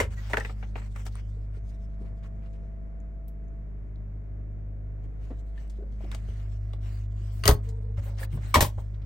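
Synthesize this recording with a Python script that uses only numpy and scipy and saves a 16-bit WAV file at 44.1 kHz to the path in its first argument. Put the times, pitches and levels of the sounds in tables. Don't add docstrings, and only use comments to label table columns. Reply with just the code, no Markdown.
import sys
import numpy as np
from scipy import signal
from scipy.fft import rfft, irfft, next_fast_len
from scipy.io import wavfile
from scipy.ndimage import uniform_filter1d

SR = 44100
rng = np.random.default_rng(int(sys.argv[2]) if len(sys.argv) > 2 else 0)


def dump(signal):
    limited = np.clip(np.atleast_2d(signal).T, -1, 1)
    pcm = np.round(limited * 32767).astype(np.int16)
    wavfile.write(sys.argv[1], SR, pcm)


def amplitude_ratio(level_db):
    exponent = np.asarray(level_db, float) / 20
    return 10 ** exponent


N = 399105


def evened(x):
    return x / np.sqrt(np.mean(x ** 2) + 1e-20)


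def read(points, hz):
    f, value = np.transpose(points)
    return np.interp(np.log(hz + 1), np.log(f + 1), value)


def add(mix, s, sound):
    part = mix[:, max(round(s * SR), 0):][:, :sound.shape[-1]]
    part += sound[..., :part.shape[1]]


def drift(hz):
    steps = rng.standard_normal(400)
    return evened(np.interp(np.arange(N) / SR * hz, np.arange(400), steps))


def resonate(x, hz, width):
    return signal.lfilter(*signal.iirpeak(hz, hz / width, fs=SR), x)


def two_ports(a, b, same, hz):
    like = np.clip(read(same, hz), 0, 1)
    if a.ndim == 2:
        like = like[:, None]
    return np.array([a, like * a + np.sqrt(1 - like ** 2) * b])


def port_phase(hz, draw):
    return 1.7 * min(hz / 1500, 1) * (draw - .5) * np.array([[1], [-1]])


def noise(points, patchy_db, flicker_db, same):
    frames, hz = N // 256 + 5, np.fft.rfftfreq(512, 1 / SR)
    a, b, c, d, patches = rng.standard_normal((frames, 257, 5)).T
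    patches = uniform_filter1d(patches, size=8, axis=0)
    patches = evened(uniform_filter1d(patches, size=14, axis=1))
    z = two_ports(a + 1j * b, c + 1j * d, same, hz)
    flicker = flicker_db * rng.standard_normal(frames)
    z *= amplitude_ratio(read(points, hz)[:, None] + patchy_db * patches + flicker)
    return evened(signal.istft(z, nperseg=512, noverlap=256)[1][:, :N])


def zones(rows, nodes):
    edge_db, edge_bend, node_s = -11, 3.9, 0.4
    t = np.arange(0, N + 256, 256) / SR
    swing = sum(amplitude_ratio(db + edge_db * abs((t - s) / reach) ** edge_bend) for db, s, reach in rows)
    for s in nodes:
        swing = swing * np.tanh((t - s) / node_s)
    return np.interp(np.arange(N) / SR, t, swing)


# level/dB, centre t/s, reach/s
HUM = [
    [(-35, 3, 10), (-44.5, .5, 1.6), (-40.5, 7.4, 2.2)],
    [(-37.5, .05, .55), (-38.5, 1.16, 0.63), (-43.5, 2.6, 0.8), (-40, 4.52, 0.97), (-33, 7.6, 1.9)],
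    [(-55.5, 0.082, 0.31), (-50.5, 2.58, 1.13), (-53, 4.5, 1.12), (-62.5, 6.6, 0.89), (-53.5, 9, 2.5)],
    [(-50.5, 0.93, 1), (-53, 2.27, 0.99), (-54, 4.23, 1.12), (-52, 5.85, 0.62), (-56.5, 7.5, 1.6)],
]
NODES = [
    [],
    [3.02, 5.8],
    [.88, 6.8],
    [1.5, 5.37],
]
# order, level/dB, loudest t/s, lasting/s
UPPER = [(.5, -58.5, 4, 9), (1.5, -64.5, 4, 9), (2.5, -70, 3.3, 7.7), (5, -74, 6, 2.7), (6, -64, 4.1, 1.8),
         (7, -68, 7.5, 2.1), (8, -67, 4.8, 2), (9, -69.5, 4.9, 0.3), (10, -70.5, 2.6, 0.81),
         (10, -72, 5.5, 1.1), (6.5, -74.5, 2.5, 3.2), (7.5, -74.5, 3.5, 1.8), (8.5, -72.5, 2.6, 4.2),
         (9.5, -78, 3.1, 2.5), (11.5, -81, 3.5, 1.8), (11, -70.5, 4.5, 0.57), (12, -74, 2.7, 2.2),
         (12.5, -75, 7.1, 2.7), (13.5, -77, 2.5, 1.6), (14, -81, 6.1, 1.5)]
# level/dB, centre t/s, reach/s
PANEL = [(-66, 2.34, 0.84), (-69, 3.43, 0.38), (-74, 4.58, 0.68), (-71, 5.51, 0.28), (-75, 6.8, .8)]


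def generator():
    turn = 2 * np.pi * np.cumsum(51.12 + .06 * drift(5.)) / SR
    level = amplitude_ratio(-1.0 + 0.5 * drift(25.))
    out = np.zeros(N)
    for k, rows in enumerate(HUM):
        out += zones(rows, NODES[k]) * level * np.cos((k + 1) * turn - 1.007 * k)
    for order, db, s, lasting in UPPER:
        swing = np.cos(order * turn + 2 * np.pi * rng.random())
        out += zones([(db, s, lasting)], []) * amplitude_ratio(1.2 * drift(7.1)) * swing
    return out + zones(PANEL, []) * amplitude_ratio(5 + .8 * drift(12.)) * np.cos(13 * turn)


# f/Hz, level/dB per Hz
AIR = [(100, -35), (170, -5), (214, -6), (254, -8.5), (402, -14.5), (506, -18), (637, -16.5), (882, -26.5),
       (2210, -31.5), (2890, -45), (4500, -55), (7110, -52), (9500, -63), (12200, -64), (16500, -74)]
# f/Hz, level/dB per Hz
RUMBLE = [(15, -35.5), (30, -17), (80, 4), (130, 0.5)]
# f/Hz, likeness/1
SAME = [(60, 0.23), (180, -0.74), (550, -0.25), (1650, -1.6), (4970, 0.8), (15000, 0.38)]


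def air():
    size = next_fast_len(N, True)
    hz = np.fft.rfftfreq(size, 1 / SR)
    a, b = rfft(rng.standard_normal((2, size)))
    z = two_ports(a, b, SAME, hz) * amplitude_ratio(read(RUMBLE + AIR[1:], hz))
    throb_db = 0.57 * np.cos(2 * np.pi * 51.12 * np.arange(N) / SR)
    return amplitude_ratio(-51 + 0.64 * drift(9.6) + throb_db) * evened(irfft(z, size)[:, :N])


# f/Hz, level/dB per Hz
CLOTH = [(1650, -29), (2800, -4.5), (8590, -12.5), (10300, -24), (13700, -23.5), (15100, -17.5),
         (16100, -24.5), (16500, -45.5)]
# f/Hz, likeness/1
NEAR = [(200, 0.96), (1000, 0.28), (4000, 0.16), (8000, 0.56), (12000, 1)]
# start t/s, end t/s, hiss level/dB, duller level/dB
STROKES = [(0.095, 0.154, -63, -56.5), (0.133, 0.342, -62, -58), (0.265, 0.56, -63.5, -60),
           (0.524, 0.685, -73, -67), (0.744, 0.815, -60.5, -57), (0.792, 0.891, -72, -61.5),
           (0.926, 1.056, -65.5, -60), (1.045, 1.09, -54, -53.5), (1.135, 1.167, -75, -62),
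           (1.149, 1.218, -66, -60.5), (1.518, 1.598, -76, -67.5), (1.683, 1.8, -87, -71),
           (2.035, 2.1, -85, -66.5), (2.216, 2.284, -73.5, -62), (2.405, 2.49, -82, -66.5),
           (2.523, 2.575, -83, -71), (5.022, 5.065, -78, -73), (5.191, 5.308, -75, -68),
           (5.295, 5.352, -85, -69), (5.525, 5.7, -76.5, -67), (5.968, 6.163, -81, -65),
           (6.102, 6.212, -73, -68), (6.11, 6.158, -69, -54), (6.13, 6.563, -73.5, -64.5),
           (6.498, 6.596, -70, -71), (6.575, 6.79, -85, -71.5), (6.786, 7.064, -66, -62.5),
           (7.11, 7.492, -69, -68.5), (7.354, 7.474, -69, -76), (7.612, 7.727, -67, -65.5),
           (7.961, 8.008, -65, -57), (7.996, 8.149, -64, -59.5), (8.16, 8.266, -56.5, -49.5),
           (8.286, 8.414, -66.5, -61.5), (8.379, 8.565, -65.5, -57), (8.76, 8.84, -79, -68)]
# start t/s, end t/s, level/dB
SLIDES = [(0.773, 0.825, -93), (.955, 1.013, -81), (1.049, 1.063, -67), (6.898, 7.023, -80),
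          (7.302, 7.456, -75), (7.478, 7.554, -56.5), (8.6, 8.681, -55), (7.973, 8.007, -82),
          (8.023, 8.103, -71.5), (8.188, 8.257, -58.5), (8.305, 8.38, -74.5), (8.466, 8.522, -71.5),
          (8.78, 8.826, -82.5)]
# t/s, level/dB
MOVING = [(0, -76.5), (1.2, -78), (2.6, -86), (2.9, -110), (4.8, -110), (5.3, -80.5), (6, -78.5),
          (7.1, -84.5), (8, -83.5), (8.7, -68.5), (9, -79.5)]


def rustle():
    strokes = np.zeros((3, N))
    for start, end, db, dull_db in STROKES:
        levels = amplitude_ratio(np.array([db, dull_db, db - 32.5 + 0.74 * (db + 61.5)]))
        add(strokes, start, levels[:, None] * signal.windows.tukey(round((end - start) * SR), .65))
    for start, end, db in SLIDES:
        shape = signal.windows.tukey(round((end - start) * SR), .5)
        add(strokes[2:], start, amplitude_ratio(db + 8.5) * shape[None])
    keep = np.exp(-1 / (0.0029 * SR))
    hiss, under, top = signal.lfilter([1 - keep], [1, -keep], strokes) * amplitude_ratio(1.2 * drift(23.0))
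    cloth = noise(CLOTH, patchy_db=3.5, flicker_db=0.5, same=NEAR)
    dull = noise([(250, -30), (500, -2), (1200, -1), (2100, 0), (3000, -9), (4500, -35)],
                 patchy_db=1.2, flicker_db=1.4, same=NEAR)
    bright = evened(signal.sosfilt(signal.butter(6, 10000, "high", fs=SR, output="sos"), cloth))
    fibres = amplitude_ratio(5.0 * rng.exponential(1, N)) * (rng.random(N) < 500 / SR)
    snaps_free = evened(signal.lfilter([1], [1, -np.exp(-1 / (.001 * SR))], fibres))
    grain = evened(1 + 0.12 * snaps_free)
    s, db = np.transpose(MOVING)
    bed = amplitude_ratio(np.interp(np.arange(N) / SR, s, db) + 4.1 * drift(40.0))
    return grain * (hiss + bed) * cloth + under * dull + top * bright


def knocks(rows, modes, ring_db, crack_db, bend, rise, top_db, mid_hz=4000):
    out, t = np.zeros((2, N)), np.arange(4200) / SR
    edges = [(200, 1000), (900, mid_hz), (mid_hz, 9500), (9500, 17000)]
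    bands = [signal.butter(3, hz, "band", fs=SR, output="sos") for hz in edges]
    apart = [0.4, 1.0, 0.29, 0.083]
    for s, db, low_db, high_db, t60 in rows:
        shared, left, right = rng.standard_normal((3, len(t)))
        own = np.array([left, right])
        low, mid, high, top = (evened(signal.sosfilt(b, shared + a * own)) for a, b in zip(apart, bands))
        fall = amplitude_ratio(-60 * (t / np.clip(t60, .005, .2)) ** bend)
        crack = amplitude_ratio(crack_db - 60 * t / 0.0016)
        blow = amplitude_ratio(low_db) * low * fall * np.minimum(t / 0.0033, 1)
        rattle = mid + amplitude_ratio(high_db) * high + amplitude_ratio(high_db + top_db) * top
        blow += rattle * (fall + crack) * np.minimum(t / .001, 1)
        for (hz, mode_db, ring), (u, v, w) in zip(modes, rng.random((len(modes), 3))):
            near_hz = hz * (1 + .03 * (u - .5))
            swing = np.sin(2 * np.pi * (near_hz * t + v) + port_phase(hz, w))
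            woken_db = 0.49 * low_db * (hz < 1e3) + .5 * high_db * (hz > 4e3)
            level = amplitude_ratio(ring_db + mode_db + 4 * u + woken_db - 60 * t / ring)
            blow += level * np.sqrt(fall) * swing * np.minimum(t / rise, 1)
        add(out, s, amplitude_ratio(db - 10.5) * blow)
    return out


# t/s, peak level/dB, low part/dB, sharp part/dB, t60/s
LATCH = [(0.0004, -16.5, 2.5, -7.5, 0.047), (0.0116, -27.5, -7, -10, 0.091), (0.297, -41, 4, -3.5, 0.23),
         (0.3336, -18, 1.5, -24, 0.019), (0.3402, -23, 6.5, -33, 0.021), (0.3698, -20, -3, -16, 0.02),
         (0.3804, -32, 15, -4, 0.023), (0.399, -39, -21, 3, 0.02), (0.4074, -32, -13, -26, 0.035),
         (0.4479, -32, -0.5, -18, 0.046), (0.4938, -39.5, 4.5, -36, 0.052), (0.626, -36.5, 0.5, -49, 0.05),
         (0.7557, -31, 6, -38, 0.035), (0.778, -42.5, -19, -33, 0.053), (0.817, -42, -11, -21, 0.029),
         (0.9598, -35.5, -3, -10.5, 0.026), (1.0011, -45.5, 1, -15, 0.03), (1.064, -38.5, 6, 2.5, 0.022),
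         (1.0744, -56, 7, 1, 0.018)]
# f/Hz, level/dB, t60/s
LATCH_MODES = [(622.6, -5.5, 0.018), (872, -4, .03), (1360, 6.5, 0.0089), (1830, 0.5, 0.027),
               (2720, -10.5, 0.02), (2683, -11, 0.021)]


def latches():
    return knocks(LATCH, LATCH_MODES, ring_db=-0.5, crack_db=-8.5, bend=1.83, rise=0.0016,
                  top_db=-11.0, mid_hz=2500)


# t/s, peak level/dB, f/Hz, t60/s
RINGS = [(0.001, -19, 2110, 0.028), (0.008, -23.5, 502, 0.032), (0.181, -48, 1930, 0.081),
         (0.3335, -20.5, 1963, 0.025), (0.336, -26, 620, 0.037), (0.342, -20, 1370, 0.018),
         (0.3708, -18.5, 1720, 0.032), (0.3697, -30, 2720, 0.018), (0.376, -22.5, 449, 0.041),
         (0.406, -33, 1860, 0.048), (0.4479, -32, 1970, .04), (0.496, -45, 1310, 0.048),
         (7.4365, -39, 1255, 0.083), (7.455, -28, 3000, .025), (7.468, -28, 1910, 0.035),
         (7.478, -12.5, 5020, 0.012), (7.479, -11.5, 1940, 0.019), (8.5423, -19.5, 1104, 0.066),
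         (8.556, -14, 1875, 0.039), (8.562, -18.5, 608, 0.1), (8.609, -22.5, 620, 0.1),
         (8.608, -32, 4060, .04), (8.648, -29, 860, 0.036), (1.155, -40, 8760, 0.0056),
         (1.1553, -49, 3480, .004), (2.0517, -65, 7000, .004), (2.1894, -65.5, 7000, .004),
         (2.5066, -64, 7800, 0.0034), (2.5321, -59.5, 6600, 0.0046), (3.003, -58, 7000, 0.0038),
         (3.2807, -49, 12300, .008), (3.448, -70, 6420, .004), (3.4834, -59, 6500, .004),
         (3.959, -56.5, 3800, 0.0047), (4.079, -73, 5520, 0.0033), (5.0419, -65.5, 7550, .004),
         (8.186, -41, 5500, 0.0032), (8.3297, -48, 2200, 0.0094), (8.231, -31, 1723, 0.024),
         (8.3737, -51, 1500, 0.046), (2.241, -58, 1090, 0.13), (5.577, -49, 1810, 0.05),
         (5.79, -50, 423, 0.11), (5.819, -56, 323, .08), (5.828, -54, 553, 0.044),
         (2.005, -51.5, 307, 0.11), (5.308, -59, 1885, 0.073), (1.155, -38.5, 1190, .008)]


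def rings():
    out, t = np.zeros((2, N)), np.arange(5000) / SR
    for (s, db, hz, t60), (u, v) in zip(RINGS, rng.random((len(RINGS), 2))):
        swing = np.sin(2 * np.pi * (hz * t + u) + port_phase(hz, v))
        swing += .45 * evened(resonate(rng.standard_normal((2, len(t))), hz, hz / 7))
        add(out, s, amplitude_ratio(db - 60 * t / t60) * swing * (1 - np.exp(-t / (0.018 * t60))))
    return out


# t/s, peak level/dB, f/Hz, t60/s
THUMPS = [(0.014, -25, 79.6, 0.43), (1.576, -37, 89, 0.12), (2.003, -42, 204, 0.1),
          (2.018, -57.5, 423, 0.38), (5.303, -31, 270, 0.1), (5.311, -57, 440, 0.095),
          (5.785, -53, 367, 0.09), (5.823, -52, 370, 0.081), (5.828, -34, 183, 0.053),
          (6.048, -43, 293, 0.047), (6.282, -32, 74, 0.2), (6.285, -34.5, 318, 0.027),
          (7.461, -18.5, 94.5, 0.11), (7.492, -5.5, 67.1, 0.08), (7.492, -17, 119.7, 0.18),
          (7.511, -13, 75.5, 0.067), (7.978, -26.5, 87, 0.26), (8.059, -53, 557, 0.44),
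          (8.21, -47, 535, 0.24), (8.329, -29.5, 138, 0.35), (8.5629, -14, 76.6, 0.21),
          (8.572, -16.5, 133, 0.093), (8.566, -25.5, 252.6, 0.11), (8.609, -10.5, 80.9, 0.092),
          (8.616, -21.5, 143, 0.18), (8.771, -29, 84, 0.14)]


def thumps():
    out, t = np.zeros((2, N)), np.arange(9000) / SR
    for s, db, hz, t60 in THUMPS:
        swing = np.sin(2 * np.pi * hz * (t + 0.00037 * (1 - np.exp(-t / 0.16))))
        rough = resonate(resonate(rng.standard_normal(len(t)), hz, hz), hz, hz)
        swing += np.clip(hz / 400, 0, 1) * evened(rough)
        add(out, s, amplitude_ratio(db - 60 * t / t60) * swing * (1 - np.exp(-t / 0.0028)))
    return out


# t/s, peak level/dB, f/Hz, rise/s
SWELLS = [(0.168, -49.5, 1923, .014), (0.3365, -25, 830, 0.0016), (0.342, -28.5, 900, 0.0017),
          (0.3454, -31.5, 1500, 0.0018), (0.345, -37.5, 2200, 0.0016), (0.378, -30, 620, 0.0033),
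          (0.382, -29, 1800, 0.0012), (0.394, -41, 1550, .003), (0.414, -41, 1850, 0.0046),
          (0.448, -39.5, 2600, .002), (0.495, -44.5, 1200, 0.0025), (1.366, -53, 450, 0.0059),
          (1.545, -62.5, 1400, .006), (1.57, -48.5, 420, 0.0034), (2.012, -47, 406, 0.0049),
          (5.785, -45, 380, 0.0042), (5.805, -55, 650, 0.0045), (5.822, -41, 380, 0.004),
          (5.835, -48, 520, 0.003), (6.005, -49, 620, 0.0034), (6.038, -38, 330, 0.003),
          (6.044, -49, 720, 0.006), (6.058, -50, 600, 0.0033), (7.4365, -30.5, 2800, .0012),
          (7.439, -32.5, 4500, .0012), (7.4556, -24, 3000, 0.0011), (7.465, -38, 1980, 0.0054),
          (7.479, -19, 6200, 0.00088), (7.479, -16.5, 4400, 0.00091), (7.482, -21, 1100, 0.0014),
          (7.484, -19, 560, 0.0023), (7.523, -15, 70, .005), (7.975, -58, 1360, 0.0049),
          (7.98, -46, 560, 0.0057), (7.978, -55, 900, 0.006), (8.5414, -11, 1090, 0.003),
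          (8.549, -17.5, 1150, .003), (8.556, -13, 990, 0.0026), (8.541, -21.5, 2220, 0.0034),
          (8.549, -23, 2230, 0.0035), (8.592, -29.5, 870, .003), (8.608, -15, 800, 0.0012),
          (8.607, -21, 1800, 0.0018), (8.617, -13, 78, .006), (8.649, -26.5, 980, 0.0019)]


def swells():
    out = np.zeros((2, N))
    for s, db, hz, rise in SWELLS:
        t = np.arange(0, 8 * rise, 1 / SR)
        shape = (t / rise * np.exp(1 - t / rise)) ** 2
        add(out, s, amplitude_ratio(db) * shape * np.sin(2 * np.pi * hz * t))
    return out


# t/s, peak level/dB, low part/dB, sharp part/dB
TICKS = [(2.2347, -49.5, -10, -13), (2.458, -56, -8, -31), (2.533, -60, -10, -12),
         (5.313, -69, 13.5, -24.5), (5.5756, -53, -33, -28), (5.6973, -51.5, -2, 4),
         (6.0056, -55, 14.5, -22), (6.0424, -50, 7, -14), (6.115, -28.5, -5, -7), (6.1471, -32, 5.5, 0),
         (6.3975, -49, -16, -25), (6.733, -38, 6.5, -11.5), (7.6882, -54.5, 7, 10.5),
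         (7.978, -49.5, 7, -6.5), (8.3725, -51.5, 18, -18), (8.778, -60.5, 30.5, -2),
         (8.9412, -50.5, -21.5, -29.5), (9.018, -49.5, -24.5, -22)]


def ticks():
    rows = [(*row, .065 - .002 * (row[1] + 50)) for row in TICKS]
    return knocks(rows, [], ring_db=0, crack_db=6.5, bend=1.0, rise=1, top_db=-12.0)


# t/s, peak level/dB, sharp part/dB
SNAPS = [
    (3.28, -63.5, 3.5),
]


def snaps():
    low_db, t60_s = -14, 0.035
    rows = [(s, db, low_db, sharp_db, t60_s) for s, db, sharp_db in SNAPS]
    return knocks(rows, [], ring_db=0, crack_db=4, bend=2.1, rise=1, top_db=8)


# t/s, peak level/dB, low part/dB, sharp part/dB, t60/s
LEFT_DOOR = [
    (7.4374, -25.5, -27, -11, 0.071),
    (7.455, -19.5, -1.5, -3, 0.097),
    (7.4775, -12.5, -9.5, 4.5, 0.03),
    (7.481, -15.5, -2, -4.5, 0.071),
    (7.4894, -16, 8, -2.5, 0.077),
    (7.5107, -21, 0.5, -8, 0.043),
    (7.5237, -43, -1.5, -2, 0.062),
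]
# f/Hz, level/dB, t60/s
LEFT_MODES = [(424.5, -5.5, 0.25), (636, -10.5, 0.21), (1087, -11.5, 0.31), (1240, -8.5, 0.2),
              (1500, -8, 0.028), (1940, -7, 0.033), (3000, -19.5, .04), (4670, 2, 0.0077),
              (6260, -3.5, 0.017), (8880, -1.5, 0.014)]


def left_door():
    return knocks(LEFT_DOOR, LEFT_MODES, ring_db=6.0, crack_db=-1.0, bend=1.0, rise=0.00036, top_db=0.5)


def shelf():
    start_s, stop_s, rise_s, level_db, fade_db_per_s = 7.63, 7.97, 0.068, -58.5, -11.5
    shake = rng.standard_normal(N)
    t = np.arange(N) / SR
    on = np.clip(np.minimum(t - start_s, stop_s - t) / rise_s, 0, 1)
    on *= abs(np.sin(np.pi * (t - 7.768) / .054)) ** .5
    wires = np.zeros(N)
    for hz, width, db in [(449.6, 31, 8.0), (870, 20, -14.0), (940, 6.3, -14.0)]:  # Hz, Hz, dB
        wires += amplitude_ratio(db) * evened(resonate(resonate(shake, hz, width), hz, width))
    return on * amplitude_ratio(level_db + fade_db_per_s * abs(t - start_s)) * wires


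# t/s, peak level/dB, low part/dB, sharp part/dB, t60/s
RIGHT_LATCH = [
    (8.5405, -35, -1.5, -13, 0.071),
    (8.5415, -13.5, -8, -2.5, 0.099),
    (8.555, -16, 3, -6.5, 0.03),
]
# f/Hz, level/dB, t60/s
PANEL_MODES = [(426, -15.5, 0.075), (589, 0.5, 0.19), (664, -2, 0.33), (864, 0, 0.11), (970, 1, 0.076)]


def right_latch():
    return knocks(RIGHT_LATCH, RIGHT_MODES, ring_db=10.0, crack_db=-7.0, bend=1.38, rise=0.0045, top_db=-3.5)


# f/Hz, level/dB, t60/s
RIGHT_MODES = [(980, -11, 0.06), (1070, -12, 0.06), (1210, -8, 0.063), (2200, -14.5, 0.08),
               (3370, -13.5, 0.031), (4120, -16, 0.05), (5650, -8.5, 0.061)]
# t/s, peak level/dB, low part/dB, sharp part/dB, t60/s
RIGHT_DOOR = [
    (8.5654, -23, 8, -13.5, 0.2),
    (8.6062, -14, -5.5, 2, 0.13),
    (8.6242, -16.5, 9, 2, 0.037),
    (8.6474, -27, -4.5, -29, 0.071),
]


def right_door():
    return knocks(RIGHT_DOOR, PANEL_MODES, ring_db=-12.5, crack_db=9.0, bend=1.0, rise=0.0021, top_db=-2.0)


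def cabin(x):
    taps = np.zeros((2, 16000))
    at = np.arange(200, 15900, 20) + rng.integers(0, 20, (2, 785))
    np.put_along_axis(taps, at, rng.choice([-1., 1.], at.shape), 1)
    hz, t, (a, b) = signal.stft(taps, SR, nperseg=256)
    t60 = read([(200, 0.24), (2000, .15), (10000, 0.12)], hz)[:, None]
    z = two_ports(a, b, NEAR, hz) * amplitude_ratio(-60 * t / t60)
    tail = signal.istft(z, SR, nperseg=256)[1]
    return signal.oaconvolve(x.mean(0)[None], tail / np.linalg.norm(tail[0]), axes=1)[:, :N]


def scene():
    hits = latches() + rings() + swells() + ticks() + snaps()
    hits += left_door() + right_latch() + right_door()
    return hits + amplitude_ratio(-10.5) * cabin(hits) + thumps() + generator() + shelf() + rustle() + air()


def low_pass(x):
    return signal.sosfilt(signal.butter(12, 16810, fs=SR, output="sos"), x)


# f/Hz, level/dB
MICROPHONE = [(20, 2.5), (3000, 1.5), (9000, 1), (12000, 4), (16000, 1), (16700, -45.5)]
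# f/Hz, level/dB
LEAN = [(100, 0.1), (600, 3.5), (1400, -0.5), (3100, 2.5), (6800, 7), (12000, -3)]
# f/Hz, phase/rad
PORTS = [(0, 0), (300, -.2), (1000, -.6), (1900, -1.3), (2600, 1.8), (4000, 0), (6000, .5), (7000, 1.3),
         (8300, 0), (16400, -14), (22050, -14)]


def record(dry):
    size = next_fast_len(N + 2048, True)
    hz = np.fft.rfftfreq(size, 1 / SR)
    lead = np.interp(hz, *np.transpose(PORTS))
    half = amplitude_ratio(.5 * read(LEAN, hz)) * np.exp(.5j * lead)
    ports = amplitude_ratio(read(MICROPHONE, hz)) * np.array([half, 1 / half])
    heard = irfft(rfft(dry, size) * ports, size)[:, :N]
    return low_pass(heard)


dry = scene()
out = record(dry)
dump(out)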